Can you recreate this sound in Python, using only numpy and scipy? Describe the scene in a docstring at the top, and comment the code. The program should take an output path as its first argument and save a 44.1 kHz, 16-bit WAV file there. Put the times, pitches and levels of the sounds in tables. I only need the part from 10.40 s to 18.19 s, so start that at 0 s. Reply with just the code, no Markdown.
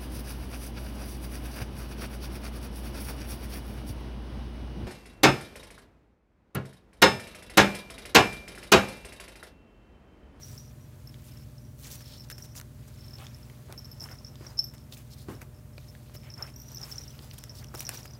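"""A kitten in a woven basket indoors, 7.8 s, over steady appliance hum and soft hiss.
From the start a pellet strikes and rolls in its collar bell, ringing three lobes, while fur and body rub the weave.
Claws snap strands from 0.7 s: crack, ring and knock. The body drops from 3.6 s, a resonant push and rattle.
The hardest bell strike comes at 4.2 s; from 6 s strikes crowd together up to the end."""
import sys
import numpy as np
from scipy import signal
from scipy.fft import rfft, irfft, next_fast_len
from scipy.io import wavfile
from scipy.ndimage import uniform_filter1d, map_coordinates

SR = 44100
rng = np.random.default_rng(int(sys.argv[2]) if len(sys.argv) > 2 else 0)


def dump_mix(stems):
    """Bounce the given channels to the path in sys.argv[1] as a 16-bit WAV at rate SR."""
    frames = np.atleast_2d(stems).T  # one column per channel
    limited = np.clip(frames, -1, 1)  # hard clip at full scale
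    pcm = np.round(limited * 32767).astype(np.int16)
    wavfile.write(sys.argv[1], SR, pcm)


N = 343539

# Other motor lines of the appliance. Each row: frequency in Hz, mean level in dB rms.
MOTOR_LINES = [(58.8, -56), (221.4, -61), (244.3, -72), (259.1, -68)]
# Mains buzz, fan tones and their sums. Each row: mains buzz order, fan order, mean level in dB rms.
BUZZ_ORDERS = [(1, 0, -52), (1, 1, -54), (3, 0, -77), (4, 0, -76), (5, -1, -80), (5, 0, -69), (5, 1, -78),
               (0, 3, -69), (0, 4, -64), (0, 5, -58), (0, 6, -64), (0, 8, -72), (0, 9, -72)]
# Room rumble and hiss spectrum. Each row: frequency in Hz, relative density in dB.
ROOM_SPECTRUM = [(30, -23), (50, -8), (70, 2.5), (110, 2.5), (160, -5), (205, -8.5), (300, -10.5),
                 (350, -13), (600, -21.5), (1000, -25.5), (2200, -32), (3700, -34), (14000, -33.5),
                 (16000, -35)]
# Slow motion. Each row: time in seconds, fur rustle in dB (strands follow it), body drag in dB.
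MOTION = [(0, -60.5, -71), (.45, -73, -68), (.95, -60.5, -75), (1.36, -81, -74), (1.45, -54, -75),
          (1.65, -61, -69), (2.2, -75, -67), (2.49, -63.5, -74), (2.69, -62, -65), (4.14, -70, -64.5),
          (4.34, -77, -66), (4.58, -66.5, -73), (5.03, -67, -64.5), (5.16, -97, -67.5), (5.4, -64, -71),
          (6.15, -70, -66), (6.5, -57, -68), (7, -62, -63.5), (7.27, -69.5, -63), (7.55, -52.5, -59),
          (7.79, -73, -63.5)]
# Short scuffs of paw and fur. Each row: time in seconds, nominal length in seconds, fur rustle in dB,
# strand rubbing in dB, body drag in dB, strand pitch in Hz.
SCUFFS = [(0.03, 0.17, -59, -70, -69, 5000), (0.839, 0.057, -67, -59.5, -80, 10400),
          (1.38, 0.061, -56.5, -73, -77, 6000), (1.43, 0.061, -56, -53, -69, 6400),
          (1.5, 0.063, -45, -52, -66, 5900), (1.582, 0.044, -61, -61, -71, 4530),
          (1.649, 0.14, -63, -54.5, -74, 4160), (1.834, 0.018, -63, -59, -79, 4500),
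          (1.901, 0.023, -44.5, -51, -71, 1660), (1.975, 0.048, -57, -70, -61, 2100),
          (2.03, 0.035, -55, -64, -72, 5700), (2.15, 0.047, -47.5, -52, -61, 6130),
          (2.474, 0.021, -64, -59, -60, 8000), (2.789, 0.07, -71, -57, -57.5, 1050),
          (2.77, 0.095, -68, -58, -65, 2800), (3.29, 0.064, -73, -62, -59, 1000),
          (3.609, 0.061, -57, -55.5, -56, 9500), (3.67, 0.083, -59, -59.5, -58, 1680),
          (3.994, 0.16, -68, -61.5, -59.5, 5200), (4.335, 0.021, -55, -63, -66, 2100),
          (4.517, 0.035, -50, -54, -60, 3730), (4.557, 0.063, -58, -64, -68, 2400),
          (4.706, 0.042, -57.5, -55, -79, 4730), (4.771, 0.072, -62, -59, -77, 4350),
          (4.882, 0.068, -60, -63, -56, 1060), (5.011, 0.024, -57, -57, -54.5, 1680),
          (5.739, 0.028, -53.5, -63, -57.5, 5300), (5.833, 0.083, -84, -59, -65, 2340),
          (5.968, 0.1, -64, -52.5, -53, 1300), (6.062, 0.043, -62, -57.5, -60, 2440),
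          (6.279, 0.075, -71, -59.5, -63, 5170), (6.39, 0.12, -59, -61, -56, 1080),
          (6.492, 0.049, -54, -60, -64, 5300), (6.523, 0.11, -77, -61, -65, 5500),
          (6.811, 0.048, -61, -71, -64, 5150), (6.933, 0.012, -48, -68, -62, 5300),
          (6.982, 0.01, -45, -53, -55, 9500), (7.146, 0.071, -55.5, -57, -74, 4470),
          (7.22, 0.02, -67, -58.5, -66, 1700), (7.34, 0.018, -46, -54, -49, 1050),
          (7.364, 0.074, -48, -56, -57, 5200), (7.486, 0.038, -67, -58, -57, 1700),
          (7.529, 0.031, -47, -48.5, -59, 4780), (7.558, 0.055, -62, -57, -63, 5300),
          (7.647, 0.019, -55, -71, -58, 5300)]
# Rustle of fur. Each row: frequency in Hz, relative density in dB.
FUR_SPECTRUM = [(1500, -12), (3500, -4.5), (6000, 0), (9000, -3), (12500, -2), (16000, -2)]
# Rubbing of strands. Each row: frequency in Hz, relative density in dB.
STRAND_SPECTRUM = [(900, -10), (2000, -7.5), (3500, -8), (5000, -8.5), (7500, -30)]
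# Body dragging on the weave. Each row: frequency in Hz, relative density in dB.
DRAG_SPECTRUM = [(150, -18), (350, 0), (900, -1), (1600, -6), (2800, -13), (5000, -26)]
# Body drops on the basket floor. Each row: start in seconds, peak in dB, rattle t60 in seconds.
THUMPS = [(3.621, -42, 0.12), (4.008, -39, .15), (4.885, -27.5, 0.33), (6.806, -42, .05),
          (7.343, -36.5, 0.053)]
# Basket on its cushion. Each row: resonance in Hz, width in Hz, level in dB.
BASE_MODES = [(128, 40, 6), (333, 75, 4.5), (540, 170, -6.5), (1060, 710, -12)]
# Strand snaps. Each row: start in seconds, ring peak in dB, crack peak over it in dB,
# knock peak over it in dB, strand pitch in Hz.
SNAPS = [(0.7424, -40, -18, -26, 2530), (1.607, -44.5, -9, -19, 1430), (1.9008, -34.5, 8.5, -33, 1570),
         (1.9106, -39, -9, -24, 1500), (1.917, -40, -15, -21, 1460), (1.9816, -45, 6, -9, 1720),
         (2.153, -43.5, -5, -11, 1530), (2.1765, -40, -3, -22, 4050), (2.1993, -38, 6, -16, 1620),
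         (2.2127, -41, 9, -19, 1350), (2.7851, -38.5, -15, -16, 3130), (2.8576, -44, -22, -18, 3830),
         (2.8676, -32, -23, -16, 3450), (3.099, -42.5, -15, -7, 1850), (3.3253, -37, 10, -0.5, 2300),
         (3.658, -41, -15, -20, 1640), (3.6877, -38, -20, -21, 1720), (3.9558, -40.5, -17, -16, 3670),
         (4.0118, -48, -16, 1, 1260), (4.0487, -44, -21, -10, 1550), (4.187, -44, -8, -7, 4370),
         (4.338, -49, 8, -8, 1850), (4.3814, -43.5, -13, -13, 4360), (4.5242, -34, -14, -14, 3710),
         (4.5695, -43, -9, -13, 2360), (5.017, -35, -1, -20, 1420), (5.38, -36, -22, -1.5, 2290),
         (5.551, -42.5, -25, -8, 1660), (5.696, -50, -17, 4, 1200), (5.7513, -42, -20, -21, 2680),
         (5.8341, -46, -26, -21, 2800), (6.0444, -46, -8, -7, 1300), (6.791, -36, -24, -10, 2850),
         (6.9118, -33.5, -20, -25, 2750), (6.9356, -51, 6, -9, 1200), (6.9814, -40, -7, -19, 3610),
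         (7.0385, -39.5, 11.5, -22, 1600), (7.2443, -39.5, 6, -14, 2790), (7.341, -33.5, -11, -22, 940),
         (7.35, -44, 16, -5, 1380), (7.377, -48, 13, -9, 1200), (7.406, -36, 17, -21, 2780),
         (7.421, -39, -5, -13, 2300), (7.4916, -27.5, 13.5, -3, 1490), (7.5144, -52, -6, -12, 1220),
         (7.5906, -42, -13, -12, 3460), (7.656, -35.5, -19, -10, 1440)]
# The basket's low knock. Each row: resonance in Hz, width in Hz, level in dB.
WEAVE_MODES = [(660, 870, 0)]
# Lobes of the bell's shell. Each row: note in Hz before pull, overtone in Hz.
LOBES = [(4945, 11900), (5335, 12690), (5800, 13680)]
# Spells of the pellet rolling. Each row: start in seconds, length in seconds,
# level in dB for a lobe in full reach, place on the shell in degrees.
ROLLS = [(0, 0.15, -57, 112), (0.166, 0.16, -62.5, 108), (.4, 0.079, -70, 115), (.99, 0.054, -64, 66),
         (1.15, 0.19, -76, 110), (1.5, 0.13, -63, 118), (1.6, 0.26, -62, 60), (1.882, .28, -62.5, 84),
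         (2.557, .12, -60.5, 55), (2.697, 0.31, -70, 85), (3.36, .3, -65, 57), (3.66, 0.3, -65.5, 84),
         (3.947, 0.19, -63.5, 5), (4.19, .12, -57, 62), (4.28, 0.17, -65, 62), (4.88, .14, -72, 55),
         (5.136, 0.068, -69, 45), (5.33, .03, -69, 62), (5.471, .04, -62, 62), (5.747, .13, -63.5, 64),
         (5.873, .26, -64, 66), (6.152, 0.3, -59, 116), (6.497, 0.16, -61, 100), (6.68, 0.11, -67, 40),
         (6.78, 0.38, -71, 5), (6.957, 0.12, -64, 48), (7.1, .14, -70, 95), (7.35, .25, -77, 85),
         (7.637, 0.14, -61.5, 5), (7.7, 0.098, -71, 130)]
# Pellet strikes. Each row: start in seconds, nominal peak in dB for a lobe in full reach,
# place on the shell in degrees.
STRIKES = [(.032, -35.5, 90), (.0443, -40, 125), (.0499, -52, 118), (.0725, -48, 74), (.178, -34, 77),
           (.2031, -48, 112), (.6737, -36, 60), (.693, -45, 63), (.9194, -47, 62), (.972, -41, 55),
           (1.02, -54, 62), (1.1814, -43, 55), (1.2506, -53, 94), (1.6227, -41, 67), (1.6583, -42, 60),
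           (1.7794, -43, 86), (1.798, -35, 60), (1.8067, -35, 60), (1.819, -42, 56), (1.8871, -46, 104),
           (1.9257, -32.5, 55), (1.981, -33, 60), (2.023, -34.5, 100), (2.0391, -45, 111),
           (2.0569, -48, 97), (2.6443, -44, 69), (2.6812, -40, 59), (2.708, -42, 55), (2.7328, -41, 66),
           (2.7384, -37, 53), (2.7548, -37, 60), (2.8463, -44, 53), (2.9457, -38, 65), (3.0299, -43, 55),
           (3.3774, -33, 60), (3.3845, -33.5, 67), (3.39, -33.5, 77), (3.4457, -36, 56), (3.4538, -37, 77),
           (3.515, -36, 55), (3.527, -43, 37), (3.599, -37, 89), (3.606, -26.5, 69), (3.6166, -29, 62),
           (3.6229, -31, 58), (3.6392, -27, 57), (3.714, -37.5, 35), (3.7218, -41, 85), (3.7274, -37, 60),
           (3.7865, -39, 46), (3.847, -31.5, 72), (3.867, -36.5, 63), (3.8749, -41, 60), (3.8824, -43, 110),
           (4.0665, -35.5, 91), (4.0717, -45, 90), (4.1726, -36, 53), (4.18, -27.5, 53),
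           (4.1906, -11.5, 56), (4.206, -27, 55), (4.2254, -35, 57), (4.234, -36, 43), (4.2408, -26.5, 75),
           (4.2526, -38, 54), (4.267, -41, 43), (4.2721, -41, 57), (4.284, -44, 60), (4.4398, -51, 62),
           (4.9513, -43, 61), (5.4871, -43.5, 64), (5.7644, -39, 46), (5.771, -38, 72), (5.781, -51, 69),
           (5.902, -34, 74), (5.9158, -41, 54), (5.939, -33.5, 81), (5.9785, -37.5, 58),
           (6.0243, -21.5, 61), (6.066, -38.5, 65), (6.0998, -44, 72), (6.1393, -42, 62),
           (6.1606, -38.5, 100), (6.179, -48, 102), (6.1923, -54, 91), (6.2, -39, 96), (6.217, -40, 100),
           (6.2351, -48, 110), (6.2722, -49, 100), (6.2827, -40.5, 100), (6.3169, -38, 112),
           (6.346, -32, 130), (6.3588, -35, 87), (6.3714, -25.5, 63), (6.382, -29, 120), (6.3977, -41, 120),
           (6.415, -31.5, 88), (6.429, -29, 64), (6.4343, -25, 56), (6.4408, -30, 59), (6.515, -30, 81),
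           (6.5235, -25, 63), (6.5573, -32, 140), (6.5815, -25, 82), (6.6091, -39, 110), (6.6154, -36, 120),
           (6.6366, -37.5, 92), (6.6793, -37, 88), (6.6864, -44, 86), (6.7032, -40, 150),
           (6.9057, -43, 130), (6.9883, -41, 120), (7.0384, -41, 98), (7.0949, -33, 68), (7.103, -39, 88),
           (7.1124, -41, 67), (7.1517, -41, 100), (7.1857, -38, 46), (7.24, -37.5, 106), (7.2694, -45, 90),
           (7.2851, -41, 82), (7.357, -29.5, 78), (7.3715, -42, 94), (7.394, -26, 111), (7.4103, -31, 110),
           (7.451, -27, 115), (7.458, -32, 99), (7.467, -24, 94), (7.476, -30, 64), (7.4957, -33, 78),
           (7.5149, -40, 31), (7.5549, -34, 100), (7.5735, -28, 120), (7.6072, -38, 68),
           (7.6308, -35.5, 95), (7.6423, -41, 4), (7.6779, -39, 26), (7.709, -38, 87), (7.7353, -35, 130)]
# How freely the bell hangs off the fur. Each row: time in seconds, overtone over the note in dB,
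# note t60 in seconds before the scaling by blow and chance.
FREEDOM = [(0, -26, 0.026), (.3, -24, 0.022), (.68, -13, .021), (1, -26, 0.022), (1.98, -17, 0.021),
           (2.1, -17, 0.032), (3.35, -23, 0.023), (3.52, -10, .024), (3.6, -25, .019), (4.195, -31, .03),
           (4.24, -11.5, .03), (4.3, -16, .03), (5, -22, 0.021), (6.13, -25, 0.022), (6.17, -6, 0.027),
           (6.35, -10, 0.02), (6.375, -31, 0.015), (6.55, -30, 0.018), (6.6, -25, 0.022), (7.1, -29, 0.021),
           (7.22, -24, .014), (7.79, -26, 0.013)]

MAINS_BUZZ_HZ, FAN_HZ = 119.95, 18.75
ROOM_DB_RMS, WALLS_DB = -52, -15
TOP_HZ = 15900
STRANDS_OVER_FUR_DB = -2.5
SNAP_T60_S = 0.015  # scaled for crack, ring and knock
LOBE_STEP_DEG, REACH_DEG = 60, 30  # lobe spacing; full ring within reach
MISS_DB_PER_DEG, FAINTEST_DB = 0.6, -22  # loss beyond reach and its limit
RING_DB_PER_BLOW_DB, RING_SPREAD_DB = .1, 1.5  # t60 gain: by blow over the mean, by chance
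PULL_HZ_PER_DEG = 4.2  # off-centre strike pulls the note
PAIR_BEAT_HZ = 130


def amp(db):
    """Gain of a level in dB."""
    return 10 ** (np.asarray(db) / 20)


def unit(x):
    """x at rms 1."""
    return x / np.sqrt(np.mean(x ** 2) + 1e-20)


def peaked(x, peak_db):
    """x with its peak at peak_db."""
    return amp(peak_db) * x / np.max(np.abs(x))


def filtered(x, response):
    """x times a response over frequency in Hz, zero-padded."""
    size = next_fast_len(len(x) + 8192)
    spectrum = rfft(x, size) * response(np.fft.rfftfreq(size, 1 / SR))
    return irfft(spectrum, size)[:len(x)]


def coloured(x, points):
    """x through (Hz, dB) points on a log axis, at rms 1."""
    point_hz, point_db = np.transpose(points)

    def response(hz):
        return amp(np.interp(np.log(hz + 1), np.log(point_hz + 1), point_db))

    return unit(filtered(x, response))


def resonant(x, modes):
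    """x through second-order resonances (Hz, width Hz, dB) of alternating sign."""
    def response(f):
        total = 0
        for k, (hz, width_hz, db) in enumerate(modes):
            damping = 1j * f * width_hz
            total = total + (-1) ** k * amp(db) * damping / (hz * hz - f * f + damping + 1e-9)
        return total

    return filtered(x, response)


def wobble(rate_hz):
    """Smooth random curve, rate_hz knots a second."""
    knots = rng.standard_normal(int(N * rate_hz / SR) + 4)
    return map_coordinates(knots, [np.arange(N) * rate_hz / SR])


def table(rows):
    """One value per sample for each column after the time."""
    time_s, *columns = np.transpose(rows)
    return [np.interp(np.arange(N) / SR, time_s, column) for column in columns]


def add(track, start_s, sound):
    """Mixes a sound into the track in place, cut at the track's end."""
    part = track[max(round(start_s * SR), 0):][:len(sound)]
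    part += sound[:len(part)]


def puff(db, t60_s, t):
    """Noise burst falling 60 dB in t60_s."""
    return amp(db - 60 * t / max(t60_s, .001)) * rng.standard_normal(len(t))


def room_tone():
    """Steady lines of mains buzz, fan orders and their sums, over broad rumble and hiss."""
    t = np.arange(N) / SR
    buzz = [(m * MAINS_BUZZ_HZ + k * FAN_HZ, db) for m, k, db in BUZZ_ORDERS]
    lines = np.zeros(N)
    for hz, db in MOTOR_LINES + buzz:
        level = 2 ** .5 * amp(db + 0.58 * wobble(2.0))
        lines += level * np.sin(2 * np.pi * (hz * t + rng.random()))
    hiss = coloured(rng.standard_normal(N), ROOM_SPECTRUM)
    return lines + amp(ROOM_DB_RMS) * hiss


def walls(x, t60_s):
    """Short diffuse room answer: convolution with decaying noise after 4 ms."""
    t = np.arange(SR // 3) / SR
    tail = puff(0, t60_s, t) * (t > .004)
    return signal.fftconvolve(x, tail / np.linalg.norm(tail))[:N]


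def scrape(spectrum, grain_db, patchy_db):
    """Friction noise: dense grains of uneven size, in patches of time and pitch."""
    grains = amp(grain_db * wobble(900)) * rng.standard_normal(N)
    z = signal.stft(grains, nperseg=256)[2]
    field = uniform_filter1d(rng.standard_normal(z.shape), size=9, axis=0)
    field = uniform_filter1d(field, size=5, axis=1)
    patches = signal.istft(z * amp(patchy_db * unit(field)), nperseg=256)[1][:N]
    return coloured(patches, spectrum)


def rustle():
    """Fur, strands and body rub on the weave: slow motion plus scuffs on strands of their own pitch."""
    fur_gain, drag_gain = amp(table(MOTION))
    strand_gain = amp(STRANDS_OVER_FUR_DB) * fur_gain  # slow motion only
    rubs = np.zeros(N)
    for s, length_s, fur_db, strand_db, drag_db, hz in SCUFFS:
        shape = signal.windows.tukey(round(1.44 * max(length_s, .005) * SR), .85)
        start_s = s - length_s / 5
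        add(fur_gain, start_s, amp(fur_db) * shape)
        add(drag_gain, start_s, amp(drag_db) * shape)
        band = [(hz, .6 * hz, 0)]
        rub = resonant(resonant(rng.standard_normal(len(shape)), band), band)
        add(rubs, start_s, amp(strand_db) * shape * unit(rub))
    fur = fur_gain * scrape(FUR_SPECTRUM, grain_db=3.5, patchy_db=2.5)
    strands = strand_gain * scrape(STRAND_SPECTRUM, grain_db=1.0, patchy_db=3.0)
    drag = drag_gain * scrape(DRAG_SPECTRUM, grain_db=2.5, patchy_db=2.4)
    roughness = unit(amp(2.5 * wobble(500)))
    return fur + strands + rubs * roughness + drag


def thumps():
    """The body drops: one soft push and a noisy rattle excite the base resonances."""
    out, t = np.zeros(N), np.arange(SR // 3) / SR
    for s, peak_db, t60_s in THUMPS:
        push = np.exp(-t / 0.00059)
        rattle = puff(-3.5, t60_s, t)
        add(out, s, peaked(resonant(push + rattle, BASE_MODES), peak_db))
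    return out


def snaps():
    """A strand slips off a claw: a bright crack, the strand's own short ring and a low knock."""
    out, t = np.zeros(N), np.arange(SR // 16) / SR
    for s, db, treble_db, knock_db, hz in SNAPS:
        strand_modes = [(hz, .3 * hz, 0), (1.82 * hz, 0.5 * hz, -6)]
        crack = resonant(puff(0, .45 * SNAP_T60_S, t), [(7500, 12000, 0)])
        ring = resonant(puff(0, 0.57 * SNAP_T60_S, t), strand_modes)
        knock = resonant(puff(0, 1.7 * SNAP_T60_S, t), WEAVE_MODES)
        add(out, s, peaked(crack, db + treble_db) + peaked(ring, db) + peaked(knock, db + knock_db))
    return out


def lobe_levels(db, deg):
    """Level in dB of each lobe for a touch at one place on the shell."""
    miss_deg = np.abs(deg - LOBE_STEP_DEG * np.arange(len(LOBES))) - REACH_DEG
    return db + np.clip(-MISS_DB_PER_DEG * miss_deg, FAINTEST_DB, 0)


def rolling():
    """Tiny uneven taps of the rolling pellet keep each lobe shimmering; a spell swells and fades."""
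    out, gains = np.zeros(N), np.zeros((len(LOBES), N))
    for s, length_s, db, deg in ROLLS:
        swell = signal.windows.tukey(round(max(length_s, .01) * SR), .3)
        for gain, lobe_db in zip(gains, lobe_levels(db, deg)):
            add(gain, s, amp(lobe_db) * swell)
    for (hz, over_hz), gain in zip(LOBES, gains):
        hits = rng.random(N) < 900 / SR  # 900 taps a second on average
        taps = hits * rng.standard_normal(N) * amp(1.7 * wobble(60))
        out += gain * unit(resonant(taps, [(hz, 110, 0), (over_hz, 90, -16)]))
    return out


def bell():
    """Strikes ring the lobes by reach, with beating overtone pairs; the next landing damps the notes."""
    out, t = np.zeros(N), np.arange(SR // 11) / SR
    note_rise = 1 - np.exp(-t / 0.0006)
    over_rise = 1 - np.exp(-t / 0.00081)
    times_s, peaks_db, _ = np.transpose(STRIKES)
    waits_s = np.diff(np.append(times_s, N / SR))
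    free_s, free_over_db, free_t60_s = np.transpose(FREEDOM)
    overs_db = np.interp(times_s, free_s, free_over_db)
    rings_s = np.interp(times_s, free_s, free_t60_s)
    for (s, peak_db, deg), wait_s, over_db, ring_s in zip(STRIKES, waits_s, overs_db, rings_s):
        longer_db = RING_DB_PER_BLOW_DB * (peak_db - peaks_db.mean())
        t60_s = max(ring_s, .005) * amp(longer_db + RING_SPREAD_DB * rng.standard_normal())
        # smooth 7 dB drop at the next landing
        damp_db = -7 / (1 + np.exp(np.clip((wait_s - t) / 0.00041, -30, 30)))
        for k, ((hz, over_hz), db) in enumerate(zip(LOBES, lobe_levels(peak_db, deg))):
            off_deg = np.clip(deg - LOBE_STEP_DEG * k, -REACH_DEG, REACH_DEG)
            # firmer touch of the fur: shorter ring, wider random note shift
            bend = 1 + .00012 / t60_s * rng.standard_normal()
            note_hz = (hz + PULL_HZ_PER_DEG * off_deg) * bend
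            note_gain = amp(db + damp_db - 60 * t / t60_s) * note_rise
            note = note_gain * np.sin(2 * np.pi * note_hz * t)
            pair = np.sin(2 * np.pi * over_hz * t)
            pair += 0.59 * np.sin(2 * np.pi * (over_hz + PAIR_BEAT_HZ) * t + 6 * rng.random())
            over_gain = amp(db + over_db - 60 * t / (0.017 + t60_s)) * over_rise
            add(out, s, note + over_gain * pair)
        add(out, s, puff(peak_db - 22.5, 0.0037, t))  # pellet tick
    return out


def scene():
    """Kitten, basket and room in one channel; bell strikes, snaps and thumps feed the walls."""
    near = bell() + snaps() + thumps()
    echo = amp(WALLS_DB) * walls(near, t60_s=0.17)
    return (near + echo + rolling() + rustle() + room_tone())[None]


def record(dry):
    """Steep low-pass at the band limit TOP_HZ."""
    return filtered(dry[0], lambda hz: 1 / (1 + (hz / TOP_HZ) ** 120))[None]


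dry = scene()
out = record(dry)
dump_mix(out)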